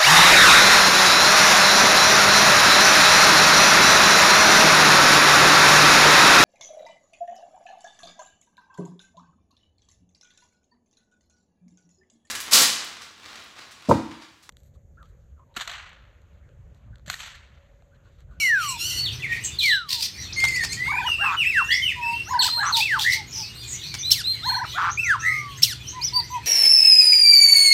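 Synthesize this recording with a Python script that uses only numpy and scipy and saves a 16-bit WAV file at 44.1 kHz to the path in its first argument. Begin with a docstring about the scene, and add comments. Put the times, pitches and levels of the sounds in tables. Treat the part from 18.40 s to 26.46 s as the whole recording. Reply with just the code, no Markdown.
"""A hoarse screech and a long falling whistle open over a low town rumble: a shama sings in an aviary.
Its low voice warbles and rattles as a few harmonics shaped by the throat; its high voice whistles, trills
and rasps as near sines on pitch curves, and noise bursts make the snaps of its bill.
Other birds coo, chip and chirp around it, made as whistles or roughened tones.
Near reflections and scattered echoes smear the glides; filtered noise and a wavering hum make the rumble."""
import sys
import numpy as np
from scipy import signal
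from scipy.fft import rfft, irfft, next_fast_len
from scipy.io import wavfile
from scipy.ndimage import uniform_filter1d

SR = 44100
rng = np.random.default_rng(int(sys.argv[2]) if len(sys.argv) > 2 else 0)


def materialize(psi):
    """Save the field psi as 16-bit PCM at rate SR to the path in sys.argv[1].

    A 1-D psi becomes a single channel; in a 2-D psi each row is a channel.
    """
    bounded = np.clip(np.atleast_2d(psi).T, -1, 1)
    quanta = np.round(bounded * 32767).astype(np.int16)
    wavfile.write(sys.argv[1], SR, quanta)


N = 355446  # length [samples]

# spectral colour of screeches and of the hiss in a rasp: (frequency [Hz], gain [dB])
SCREECH_COLOUR = [(1500, -19.5), (2800, 1), (4300, -1), (5650, 1), (7100, -7), (14000, -12.5)]
# sharp "tchik" calls: (time of the peak [s], level [dB])
TCHIK_CALLS = [(5.7189, -6.5), (7.235, -6.5)]
# starting level of the overtones, before the windpipe colours them [dB]
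PURE_OVERTONE_DB, BRIGHT_OVERTONE_DB = -37, -25


def amp(db):
    """The decibel law: 20 dB is a factor of ten in amplitude."""
    return 10 ** (np.asarray(db) / 20)


def unit(x):
    """Normalization by root mean square."""
    return x / np.sqrt(np.mean(x ** 2) + 1e-20)


def read(points, hz):
    """Interpolation of a (frequency [Hz], value) curve along log frequency."""
    f, value = np.transpose(points)
    return np.interp(np.log(hz + 1), np.log(f), value)


def colour(x, points):
    """Linear filtering: the spectrum is multiplied by a (frequency [Hz], gain [dB]) curve."""
    size = next_fast_len(2 * len(x))
    gain = amp(read(points, np.fft.rfftfreq(size, 1 / SR)))
    return irfft(rfft(x, size) * gain, size)[:len(x)]


def wander(size, hz):
    """Low-passed Gaussian noise: smooth chance of rms 1, up to about hz."""
    low_pass = np.exp(-(np.fft.rfftfreq(size, 1 / SR) / hz) ** 2)
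    return unit(irfft(rfft(rng.standard_normal(size)) * low_pass, size))


def add(mix, s, sound):
    """Superposition: adds a sound in place at s seconds, cut to the bounds of the mix."""
    at = round(s * SR)
    sound = sound[max(-at, 0):]
    part = mix[max(at, 0):][:len(sound)]
    part += sound[:len(part)]


def span(start, end):
    """Time base of a note: seconds into it, share gone by, and raised-sine edges that avoid clicks."""
    t = np.arange(max(round((end - start) * SR), 200)) / SR
    to_nearest_end = np.minimum(t, t[-1] - t)
    edges = np.sin(np.pi / 2 * np.minimum(to_nearest_end / 0.0034, 1)) ** 2
    return t, t / t[-1], edges


def glide(u, values):
    """Polynomial interpolation: one smooth arc through evenly spaced values."""
    return np.polyval(np.polyfit(np.linspace(0, 1, len(values)), values, len(values) - 1), u)


def arch(u, peak, first_db, last_db):
    """Swell and decay: a level in dB that climbs to zero at the share peak of a note, then sinks."""
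    return np.interp(u, [0, np.clip(peak, .05, .95), 1], [first_db, 0, last_db])


def trace(points):
    """Start, smoothed pitch and strength of a note from its (time [s], pitch [Hz], level [dB]) curve."""
    s, hz, db = np.transpose(points)
    t, u, edges = span(s[0], s[-1])
    pitch = uniform_filter1d(np.interp(t + s[0], s, hz), size=129)
    return s[0], pitch, amp(np.interp(t + s[0], s, db)) * edges


def syrinx(hz, gain_db, count):
    """Harmonic synthesis below the Nyquist limit on a pitch curve; gain_db(k) is the k-th harmonic's level."""
    phase = 2 * np.pi * np.cumsum(hz) / SR
    return sum(amp(gain_db(k)) * (k * hz < SR / 2) * np.sin(k * phase) for k in range(1, count + 1))


def whistle(hz, overtone_db, jitter=0.0051, slope_db=3.0):
    """Source and filter: a quavering near sine whose weak overtones the windpipe colours."""
    # resonances of the windpipe: (frequency [Hz], gain [dB])
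    windpipe = [(5500, -1.5), (9200, 2), (10800, -2), (12800, 3), (15500, 0)]
    hz = hz * (1 + jitter * wander(len(hz), 296.4))

    def gain_db(k):
        overtone = overtone_db - slope_db * (k - 2) + read(windpipe, k * hz)
        return (k > 1) * overtone  # the fundamental stays at 0 dB

    return syrinx(hz, gain_db, count=7)


def low_voice(hz):
    """Throat resonance: it favours the fundamental on crests and the octave in troughs."""
    # gain of the throat: (frequency [Hz], gain [dB])
    throat = [(550, -23), (740, -12.5), (950, 4), (1650, -2.5), (2100, -13), (3000, -61)]
    return syrinx(hz, lambda k: read(throat, k * hz), count=3)


def rasp(hz, scatter, overtone_db, air_db):
    """Random frequency modulation: pitch lurches and shakes by the share scatter, in coarse grains with hiss."""
    lurch_hz, grain_db, grain_hz = 130, 4, 150
    tone = whistle(hz * (1 + scatter * wander(len(hz), lurch_hz)), overtone_db, scatter / 2)
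    hiss = unit(colour(rng.standard_normal(len(hz)), SCREECH_COLOUR))
    voice = unit(tone) + amp(air_db) * hiss
    grains = amp(grain_db * wander(len(hz), grain_hz))
    return unit(voice * grains * np.sin(np.linspace(0, np.pi, len(hz))))


def calls(rows, overtone_db, jitter):
    """Frequency glides along smooth arcs, under a tapered envelope."""
    out = np.zeros(N)
    for start, end, *pitch, db in rows:
        t, u, edges = span(start, end)
        note = whistle(glide(u, pitch), overtone_db, jitter)
        add(out, start, amp(db) * note * signal.windows.tukey(len(t), .6))
    return out


def screeches(pitch_hz=1460, droop=0.07, edge_s=0.045):
    """Frequency modulation by noise: a hoarse voice arches, its shaking spreads each harmonic into a band."""
    # long reedy screeches: (start [s], end [s], level [dB])
    screech_notes = [(-0.04, 0.106, -34.5), (0.169, 0.35, -39), (0.372, 0.62, -34)]
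    scatter, shake_hz, air, sway, flutter_db = .03, 230, .13, .022, 1.8
    out = np.zeros(N)
    for start, end, db in screech_notes:
        t, u, edges = span(start, end)
        shake = scatter * wander(len(t), shake_hz) + sway * wander(len(t), 19.5)
        hz = pitch_hz * (1 - droop * (2 * u - 1) ** 2 + shake)
        reed = unit(syrinx(hz, lambda k: 0, count=10))
        voice = colour(reed + air * rng.standard_normal(len(t)), SCREECH_COLOUR)
        flutter = amp(flutter_db * wander(len(t), 21))
        ramps = np.minimum(np.minimum(t, t[-1] - t) / edge_s, 1)
        add(out, start, amp(db) * unit(voice * flutter * ramps))
    return out


def long_falls():
    """Downward frequency glides: each whistle swells in, sinks in pitch and dies away."""
    # two long falling whistles, one curve each: (time [s], pitch [Hz], level [dB])
    fall_curves = [
        [(0, 2340, -29.5), (0.037, 2204, -20.5), (0.145, 1686, -17.5), (0.241, 1220, -31), (0.375, 902, -41)],
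        [(1.205, 2500, -50), (1.241, 2380, -20.5), (1.338, 1693, -19.5), (1.38, 1523, -28.5), (1.49, 1103, -53),
         (1.61, 884, -45)],
    ]
    return [trace(points) for points in fall_curves]


def background(hum_hz=121):
    """Coloured noise and a frequency-wandering sine: town rumble with a wavering hum."""
    # spectral colour of the rumble: (frequency [Hz], gain [dB])
    rumble_colour = [(25, -30), (62, -1), (120, -2), (230, -16), (380, -17), (550, -28), (4000, -22),
                     (15000, -54)]
    # level of the rumble: (time [s], level [dB])
    rumble_level = [(0.2, -52.5), (0.5, -44), (1.1, -43.5), (1.4, -55), (2, -42), (3.3, -47)]
    # swell of the low hum: (time [s], level [dB])
    hum_level = [(0, -64), (.7, -39), (1.5, -61.5), (7.2, -42.5), (8, -48)]
    t = np.arange(N) / SR
    rumble = unit(colour(rng.standard_normal(N), rumble_colour)) * amp(0.86 * wander(N, 9.4))
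    rumble = rumble * amp(np.interp(t, *np.transpose(rumble_level)))
    hum = np.sin(2 * np.pi * np.cumsum(hum_hz + 12 * wander(N, 20.13)) / SR)
    return rumble + hum * amp(np.interp(t, *np.transpose(hum_level)))


def chatter(count=520, low_hz=1900, high_hz=6800, sweep=.3, loud_db=-42, spread_db=14):
    """Random superposition: short rough chirps of distant birds, spread evenly in time and log pitch."""
    out = np.zeros(N)
    for when, height, length, slope, far in rng.random((count, 5)):
        t, u, edges = span(0, .02 + .06 * length)
        bend = (2 * slope - 1) * u - (2 * u - 1) ** 2 / 2
        hz = low_hz * (high_hz / low_hz) ** height * (1 + sweep * bend)
        chirp = whistle(hz, -12.5, 0.015) * np.sin(np.pi * u) * edges
        add(out, when * N / SR, amp(loud_db - spread_db * far) * chirp)
    return out


def neighbours(peep_s=0.045, first_hz=5300, top_hz=6500):
    """Pure and noise-modulated glides of other birds: thin chips, hoarse chirps, upward-scooping peeps."""
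    # thin chips: (start [s], end [s], first pitch [Hz], last pitch [Hz], level [dB])
    chip_notes = [(0.28, 0.305, 7720, 7900, -31), (1.76, 1.9, 3870, 4500, -47.5),
                  (1.765, 1.86, 5830, 5700, -42), (1.922, 1.94, 2800, 7200, -32.5),
                  (4.015, 4.04, 7400, 8100, -28.5), (5.58, 5.63, 6460, 5500, -35)]
    # hoarse chirps: (start [s], end [s], first pitch [Hz], last pitch [Hz], level [dB])
    hoarse_notes = [(0.901, 0.99, 2350, 2200, -39), (1.033, 1.077, 8200, 6900, -35),
                    (2.313, 2.345, 8140, 6900, -40.5), (4.888, 5.085, 6060, 4400, -39.5),
                    (5.257, 5.381, 7240, 6200, -41.5), (5.356, 5.54, 3440, 4550, -45),
                    (6.244, 6.36, 4100, 3700, -45.5)]
    # rising peeps: (start [s], level [dB])
    peep_notes = [(4.25, -32.5), (6.496, -35.5), (6.629, -35.5), (6.789, -38.5), (7.466, -35)]
    out = calls(chip_notes, PURE_OVERTONE_DB, 0.016)
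    for start, end, *pitch, db in hoarse_notes:
        t, u, edges = span(start, end)
        add(out, start, amp(db) * rasp(glide(u, pitch), .065, BRIGHT_OVERTONE_DB, air_db=-12))
    t, u, edges = span(0, peep_s)
    for s, db in peep_notes:
        hz = top_hz + (first_hz - top_hz) * (1 - u) ** 2
        add(out, s, amp(db) * whistle(hz, PURE_OVERTONE_DB, 0.024) * np.sin(np.pi * u))
    return out


def held_notes(scoop_s=0.019, sag=0.068, sag_s=0.00806, peak=0.57, first_db=-6, last_db=-6):
    """Exponential relaxation: pitch scoops to a held value, and sags as the note lets go."""
    # high notes: (start [s], end [s], first pitch [Hz], held pitch [Hz], level [dB])
    held_rows = [(0.573, 0.666, 4300, 4480, -24.5), (1.225, 1.273, 4100, 4460, -22.5),
                 (1.293, 1.362, 4000, 4000, -21.5), (3.302, 3.338, 3000, 3626, -23),
                 (4.098, 4.201, 4090, 4206, -21.5), (5.628, 5.737, 3390, 4113, -24.5),
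                 (5.839, 5.954, 3530, 4194, -24), (6.03, 6.158, 3440, 4273, -25)]
    for start, end, first_hz, held_hz, db in held_rows:
        t, u, edges = span(start, end)
        scoop = held_hz + (first_hz - held_hz) * np.exp(-t / scoop_s)
        hz = scoop * (1 - sag * np.exp((t - t[-1]) / sag_s))
        yield start, hz, amp(db + arch(u, peak, first_db, last_db)) * edges


def slides(rows, peak, first_db, last_db):
    """Power-law frequency glide: pitch bends from one value to another under a single swell."""
    for start, end, first_hz, last_hz, bend, db in rows:
        t, u, edges = span(start, end)
        hz = first_hz + (last_hz - first_hz) * u ** bend
        yield start, hz, amp(db + arch(u, peak, first_db, last_db)) * edges


def rasps(overtone_db=-15):
    """Noise-modulated oscillation: short scratchy bursts of the high voice."""
    # harsh rasps: (start [s], end [s], level [dB], centre pitch [Hz])
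    rasp_notes = [(1.186, 1.328, -34.5, 3940), (1.483, 1.572, -31, 4165), (1.578, 1.674, -31.5, 4800),
                  (4.005, 4.095, -29, 4145), (4.339, 4.44, -29, 4200), (4.584, 4.657, -29.5, 4310),
                  (4.685, 4.767, -31.5, 4930)]
    scatter, air_db = .11, -4
    out = np.zeros(N)
    for start, end, db, hz in rasp_notes:
        t, u, edges = span(start, end)
        add(out, start, amp(db) * rasp(np.full(len(t), float(hz)), scatter, overtone_db, air_db))
    return out


def flicks(base_hz=4250, leap_hz=1700, lead=0.046, quaver=0.0234):
    """Exponential upsweep: a thin wavering note, strongest in its second harmonic, whips upward at its end."""
    # times of the upward whips (time [s]), all at one level [dB]
    flick_times = [2.003, 2.086, 2.163, 2.245, 2.332]
    flick_db = -32
    out = np.zeros(N)
    for s in flick_times:
        t, u, edges = span(s - lead, s + 0.0051)
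        whip = np.exp((t - t[-1]) / 0.0055)
        shake = quaver * (wander(len(t), 14.9) + whip * wander(len(t), 1500))
        hz = (base_hz + leap_hz * whip) / 2 * (1 + shake)  # the fundamental, an octave below
        note = syrinx(hz, lambda k: -6 * abs(k - 2), count=6)
        add(out, s - lead, amp(flick_db) * note * edges * (np.sqrt(u) + whip))
    return out


def snaps(decay=0.0042):
    """Broadband impulse: the bill claps shut in a short bright crack of decaying noise."""
    # snaps of the bill: (time [s], peak level [dB])
    snap_times = [(2.04, -17), (2.051, -15.5), (2.236, -21), (2.2493, -16.5), (5.541, -20), (5.55, -20.5)]
    out, t = np.zeros(N), np.arange(600) / SR
    for s, db in snap_times:
        burst = rng.standard_normal(len(t)) * np.exp(-t / decay)
        crack = colour(burst, [(400, -15), (900, 3.0), (6000, 4.0), (14000, -15)])
        add(out, s, amp(db) * crack / abs(crack).max())
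    return out


def warbles(crest_hz=1010, trough_hz=745, rest_hz=600, lead=0.064, close=0.03, count=4):
    """Slow frequency modulation: the low voice swings between crests and a common trough, slowing as it goes."""
    # warbles: (first crest [s], last crest [s], slowing [0-1], pitch of the first crest [Hz], level [dB])
    warble_rows = [(2.512, 2.665, 0.49, 1232, -31.5), (3.923, 4.065, 0.15, 1096, -31.5),
                   (6.083, 6.225, 0.06, 1028, -30.5)]
    out = np.zeros(N)
    for first, last, slowing, first_hz, db in warble_rows:
        share = np.linspace(0, 1, 2 * count - 1)
        turns = first + (last - first) * share * (1 - slowing * (1 - share))
        times = np.r_[first - lead, turns, last + close]
        pitch = np.full(len(times), float(trough_hz))
        pitch[1::2], pitch[1], pitch[[0, -1]] = crest_hz, first_hz, rest_hz
        t, u, edges = span(times[0], times[-1])
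        step = np.interp(t + times[0], times, np.arange(len(times)))
        eased = np.floor(step) + np.sin(np.pi / 2 * (step % 1)) ** 2  # rounds each turning point
        hz = np.interp(eased, np.arange(len(times)), pitch)
        level = amp(db) * np.minimum(t / lead, 1)  # swells up to the first crest
        add(out, times[0], low_voice(hz) * edges * level)
    return out


def rattles(pulse_hz=175, unevenness=0.082, top_hz=835, rise=0.029, ring_hz=1250, ring_s=0.0011):
    """Pulse excitation of a damped resonator: a rising tone breaks into uneven pulses that ring the throat."""
    # rattles: (start [s], pulsing from [s], end [s], tone level [dB], rattle level [dB])
    rattle_rows = [(2.781, 2.851, 2.966, -24, -29.5), (4.162, 4.245, 4.322, -23, -28.5),
                   (6.335, 6.39, 6.515, -26.5, -26.5)]
    # colour of the rattle, with the throat wide: (frequency [Hz], gain [dB])
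    wide_throat = [(550, -27.5), (850, -2.5), (1750, -2), (2700, -7), (12000, -24)]
    out = np.zeros(N)
    for start, broken, end, tone_db, rattle_db in rattle_rows:
        t, u, edges = span(start, broken + 0.0037)
        hz = top_hz - 280 * np.exp(-(t / rise) ** 2)
        hz = hz * (1 + 0.042 * wander(len(t), 350))
        tone = syrinx(hz, lambda k: -11 * abs(k - 2), count=2)  # the octave is the stronger
        swell = np.interp(u, [0, .75, 1], [.2, 1, .8]) ** 2
        add(out, start, amp(tone_db) * tone * edges * swell)

        t, u, edges = span(broken - .02, end)
        turns = np.cumsum(pulse_hz * (1 + unevenness * wander(len(t), 191))) / SR
        age, which = (turns % 1) / pulse_hz, turns.astype(int)  # nominal time since each pulse began
        pulse_pitch = ring_hz * (1 + 0.059 * rng.standard_normal(which.max() + 1))[which]
        pulses = age * np.exp(-age / ring_s) * np.sin(2 * np.pi * pulse_pitch * age)
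        breath = 0.96 * wander(len(t), 6300) * np.exp(-age / (3 * ring_s))
        voice = colour(unit(pulses) + breath, wide_throat)
        add(out, broken - .02, amp(rattle_db) * unit(voice * signal.windows.tukey(len(t), .2)))
    return out


def plunges(first_hz=2280, crest_hz=2690, knee_hz=2230, late_hz=1450, last_hz=930,
            knee=.43, late=0.82, dip_db=-27, last_db=-28):
    """Piecewise frequency glide: an arched hook, a dip in strength at its knee, then a fall that steepens."""
    # hooked whistles: (start [s], end [s], hook level [dB], plunge level [dB])
    plunge_rows = [(3.05, 3.227, -17, -15), (4.403, 4.586, -20.5, -19), (6.573, 6.764, -21.5, -16)]
    for start, end, hook_db, plunge_db in plunge_rows:
        t, u, edges = span(start, end)
        hook = glide(u / knee, [first_hz, crest_hz, knee_hz])
        fall = np.interp(u, [knee, late, 1], [knee_hz, late_hz, last_hz])
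        db = np.interp(u, [0, knee / 3, knee, .73, 1], [dip_db, hook_db, dip_db - 2.0, plunge_db, last_db])
        yield start, np.where(u < knee, hook, fall), amp(db) * edges


def trills(first_hz=1620, top_hz=2050, climb_hz=110, rise_s=0.033, fade_db=17):
    """Joint frequency and amplitude modulation: a rising whistle throbs in pitch and strength."""
    # buzzy trills: (start [s], end [s], level [dB])
    trill_notes = [(3.281, 3.455, -19), (4.639, 4.783, -17), (6.821, 7.024, -19.5)]
    beat_hz, swing_hz, throb = 88, 90, .42
    out = np.zeros(N)
    for start, end, db in trill_notes:
        t, u, edges = span(start, end)
        beat = 2 * np.pi * np.cumsum(beat_hz * (1 + 0.2 * wander(len(t), 105))) / SR
        rise = top_hz + (first_hz - top_hz) * np.exp(-t / rise_s) + climb_hz * u
        note = whistle(rise + swing_hz * np.sin(beat), -23.5) * (1 + throb * np.cos(beat))
        add(out, start, note * edges * amp(db + arch(u, 0.21, -fade_db, -fade_db)))
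    return out


def coos(peak=0.71, first_db=-17, last_db=-6):
    """Near-sinusoidal tones: soft low whistles; the short ones all swell late and droop alike at the end."""
    # soft long whistles further off: (start [s], end [s], first, middle and last pitch [Hz], level [dB])
    far_whistles = [(3.544, 3.793, 1009, 940, 960, -31.5), (6.562, 7.229, 1447, 1275, 1032, -38.5)]
    # short low coos, in one run that fades and one that grows: (start [s], pitch [Hz], level [dB])
    coo_notes = [(3.895, 995, -19.5), (4.125, 956, -31.5), (4.326, 917, -25), (4.53, 892, -32),
                 (4.74, 880.7, -40), (4.95, 890, -43), (7.526, 1014, -33), (7.723, 1000, -27.5),
                 (7.901, 997, -24)]
    coo_s, coo_shape = 0.085, (0.95, 1.01, 0.906)  # length; pitch at start, middle and end as a share
    out = calls(far_whistles, BRIGHT_OVERTONE_DB, 0.0074)
    t, u, edges = span(0, coo_s)
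    for s, hz, db in coo_notes:
        note = whistle(hz * glide(u, coo_shape), BRIGHT_OVERTONE_DB, 0.0049)
        add(out, s, note * amp(db + arch(u, peak, first_db, last_db)) * edges)
    return out


def tchik_skirts(wobble_hz=105, wobble=0.32, wobble_s=0.021, half_db=-3, half_s=0.028):
    """Subharmonics: half harmonics roughen the upsweep and fade after the peak, as the voice shudders and falls."""
    # voice of every tchik: (time after its peak [s], pitch [Hz], level against the peak [dB])
    tchik_curve = [(-0.016, 1970, -30), (-0.001, 3694, -11.5), (0.012, 3690, -13.5), (0.035, 2387, -28.5),
                   (0.083, 1680, -29), (0.103, 1340, -29.5)]
    # colour of the open bill: (frequency [Hz], gain [dB])
    open_bill = [(1200, -5), (3500, -2.5), (5000, 3.5), (7000, -9), (15000, -10)]
    out = np.zeros(N)
    for s, db in TCHIK_CALLS:
        start, hz, level = trace(tchik_curve)
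        t = start + np.arange(len(hz)) / SR
        after = np.maximum(t, 0)
        shudder = wobble * np.minimum(after / 0.0046, 1) * np.exp(-after / wobble_s)
        shudder = shudder * np.cos(2 * np.pi * wobble_hz * (after - .002))
        half_hz = hz * (1 + shudder + 0.021 * wander(len(t), 390)) / 2

        def gain_db(k):
            half_harmonic = half_db - 8 * after / half_s - 20 * (k == 1)
            return read(open_bill, k * half_hz) + k % 2 * half_harmonic  # odd k only

        add(out, s + start, amp(db) * level * syrinx(half_hz, gain_db, count=14))
    return out


def tchiks(edge_hz=4550, top_hz=5520, length_s=0.012, edge_db=-13):
    """Short tone burst: the piercing peak of each tchik is a brief arch of nearly pure tone."""
    out = np.zeros(N)
    for s, db in TCHIK_CALLS:
        t, u, edges = span(0, length_s)
        level = amp(db + edge_db * (2 * u - 1) ** 2) * edges
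        add(out, s - length_s / 2, whistle(glide(u, [edge_hz, top_hz, edge_hz]), -48, 0.00087) * level)
    return out


def song(waver_db=3, waver_hz=55):
    """Superposition of the whistled notes, each kind with its overtones, and the part that reaches the walls."""
    # mellow sliding whistles: (start [s], end [s], first pitch [Hz], last pitch [Hz],
    # bend [exponent; under 1 moves early, over 1 late], level [dB])
    slide_rows = [(0.878, 0.975, 1922, 1840, 0.38, -29), (1.961, 2.227, 2113, 1790, 3.9, -23.5),
                  (2.368, 2.599, 1899, 2500, 1.16, -26), (2.659, 2.755, 3087, 2670, 0.5, -21.5),
                  (2.783, 2.896, 2793, 2360, 2.5, -24.5), (2.966, 3.057, 2985, 1800, 2, -23.5),
                  (3.142, 3.315, 2712, 3050, 8.4, -26), (3.308, 3.383, 3140, 5900, 0.36, -26.5),
                  (3.419, 3.528, 3086, 1780, 2.36, -24.5), (3.612, 3.837, 2450, 2740, 0.28, -28.5)]
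    # quick down-slurs: (start [s], end [s], first pitch [Hz], last pitch [Hz], bend [exponent], level [dB])
    slur_rows = [(0.645, 0.695, 4430, 2740, 0.8, -26.5), (0.82, 0.87, 2960, 1820, 0.66, -29),
                 (1.186, 1.222, 4250, 2930, 1.17, -19.5), (1.29, 1.335, 4270, 2750, 0.91, -25.5),
                 (3.99, 4.03, 4460, 2690, 1.7, -18.5), (4.323, 4.365, 4520, 3280, 0.89, -21.5)]
    # two crisp twitters, one peaked and one with two humps and a flick down: (time [s], pitch [Hz], level [dB])
    twitter_curves = [
        [(7.612, 4000, -32), (7.652, 6000, -20), (7.665, 5730, -30.5), (7.692, 4800, -23.5)],
        [(7.733, 4400, -28), (7.752, 4690, -25), (7.772, 4576, -17.5), (7.783, 4770, -23.5),
         (7.801, 4570, -20.5), (7.809, 3600, -34)],
    ]
    mellow = slides(slide_rows, peak=0.26, first_db=-10, last_db=-6.5)
    slurs = slides(slur_rows, peak=0.46, first_db=-1.5, last_db=-7.5)
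    # kinds of whistle: (notes, blur [dB], overtone level [dB])
    kinds = [(long_falls(), -17, PURE_OVERTONE_DB),
             (held_notes(), -5.5, BRIGHT_OVERTONE_DB),
             (slurs, -2.5, BRIGHT_OVERTONE_DB),
             (mellow, -2.5, BRIGHT_OVERTONE_DB),
             (plunges(), -11.5, BRIGHT_OVERTONE_DB),
             (map(trace, twitter_curves), -11.5, BRIGHT_OVERTONE_DB)]
    direct, spill = np.zeros((2, N))
    for notes, blur_db, overtone_db in kinds:
        blur = amp(blur_db)  # scales the quaver, the waver in strength and the share of echo
        for start, hz, level in notes:
            note = whistle(hz, overtone_db, .011 * blur) * level
            note = note * amp(waver_db * blur * wander(len(note), waver_hz))
            add(direct, start, note)
            add(spill, start, note * blur)
    return direct, spill


def near_echoes(x):
    """Interference: close reflections beat against each glide and make its strength ripple."""
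    # reflections from the branch and the mesh: (delay [s], level [dB])
    reflections = [(0.0058, -19.5), (0.014, -24)]
    out = x.copy()
    for delay, db in reflections:
        add(out, delay, amp(db) * x)
    return out


def aviary(x):
    """Reverberation: scattered echoes from walls, mesh and leaves, each band dying at its own speed."""
    # ring of the enclosure: (frequency [Hz], time to decay by 60 dB [s])
    decay_times = [(1000, 0.21), (4000, 0.28), (13000, 0.16)]
    size = SR // 2
    sparse = rng.random(size) < .1
    late = np.arange(size) > .005 * SR
    taps = rng.standard_normal(size) * sparse * late
    hz, t, z = signal.stft(taps, SR)
    decay = amp(-60 * t / read(decay_times, hz)[:, None])
    tail = signal.istft(z * decay, SR)[1]
    return signal.fftconvolve(x, tail / np.linalg.norm(tail))[:N]


def scene():
    """Superposition of the singer's two voices, the birds around it, their echoes and the town."""
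    whistles, spill = song()
    low = warbles() + rattles() + snaps()
    high = trills() + flicks()
    harsh = rasps() + screeches()
    sharp, far, others = tchik_skirts(), coos(), neighbours()
    to_walls = spill + amp(-12) * low + amp(-4.5) * high + amp(-3.5) * harsh
    to_walls = to_walls + amp(-11) * sharp + amp(-13.0) * far + others + chatter()
    singer = near_echoes(whistles) + tchiks() + sharp + low + high + harsh
    return (singer + far + others + aviary(to_walls) + background())[None]


def record(dry):
    """Linear filtering: the microphone's treble colour, then the band limit."""
    # response of the microphone: (frequency [Hz], gain [dB])
    microphone = [(8000, 3.5), (10400, 0), (12500, 4.5), (16000, -0.5)]
    edge_hz = 15900
    band_limit = signal.firwin(511, edge_hz, window=("kaiser", 9), fs=SR)
    return signal.oaconvolve(colour(dry[0], microphone), band_limit, "same")[None]


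dry = scene()
out = record(dry)
materialize(out)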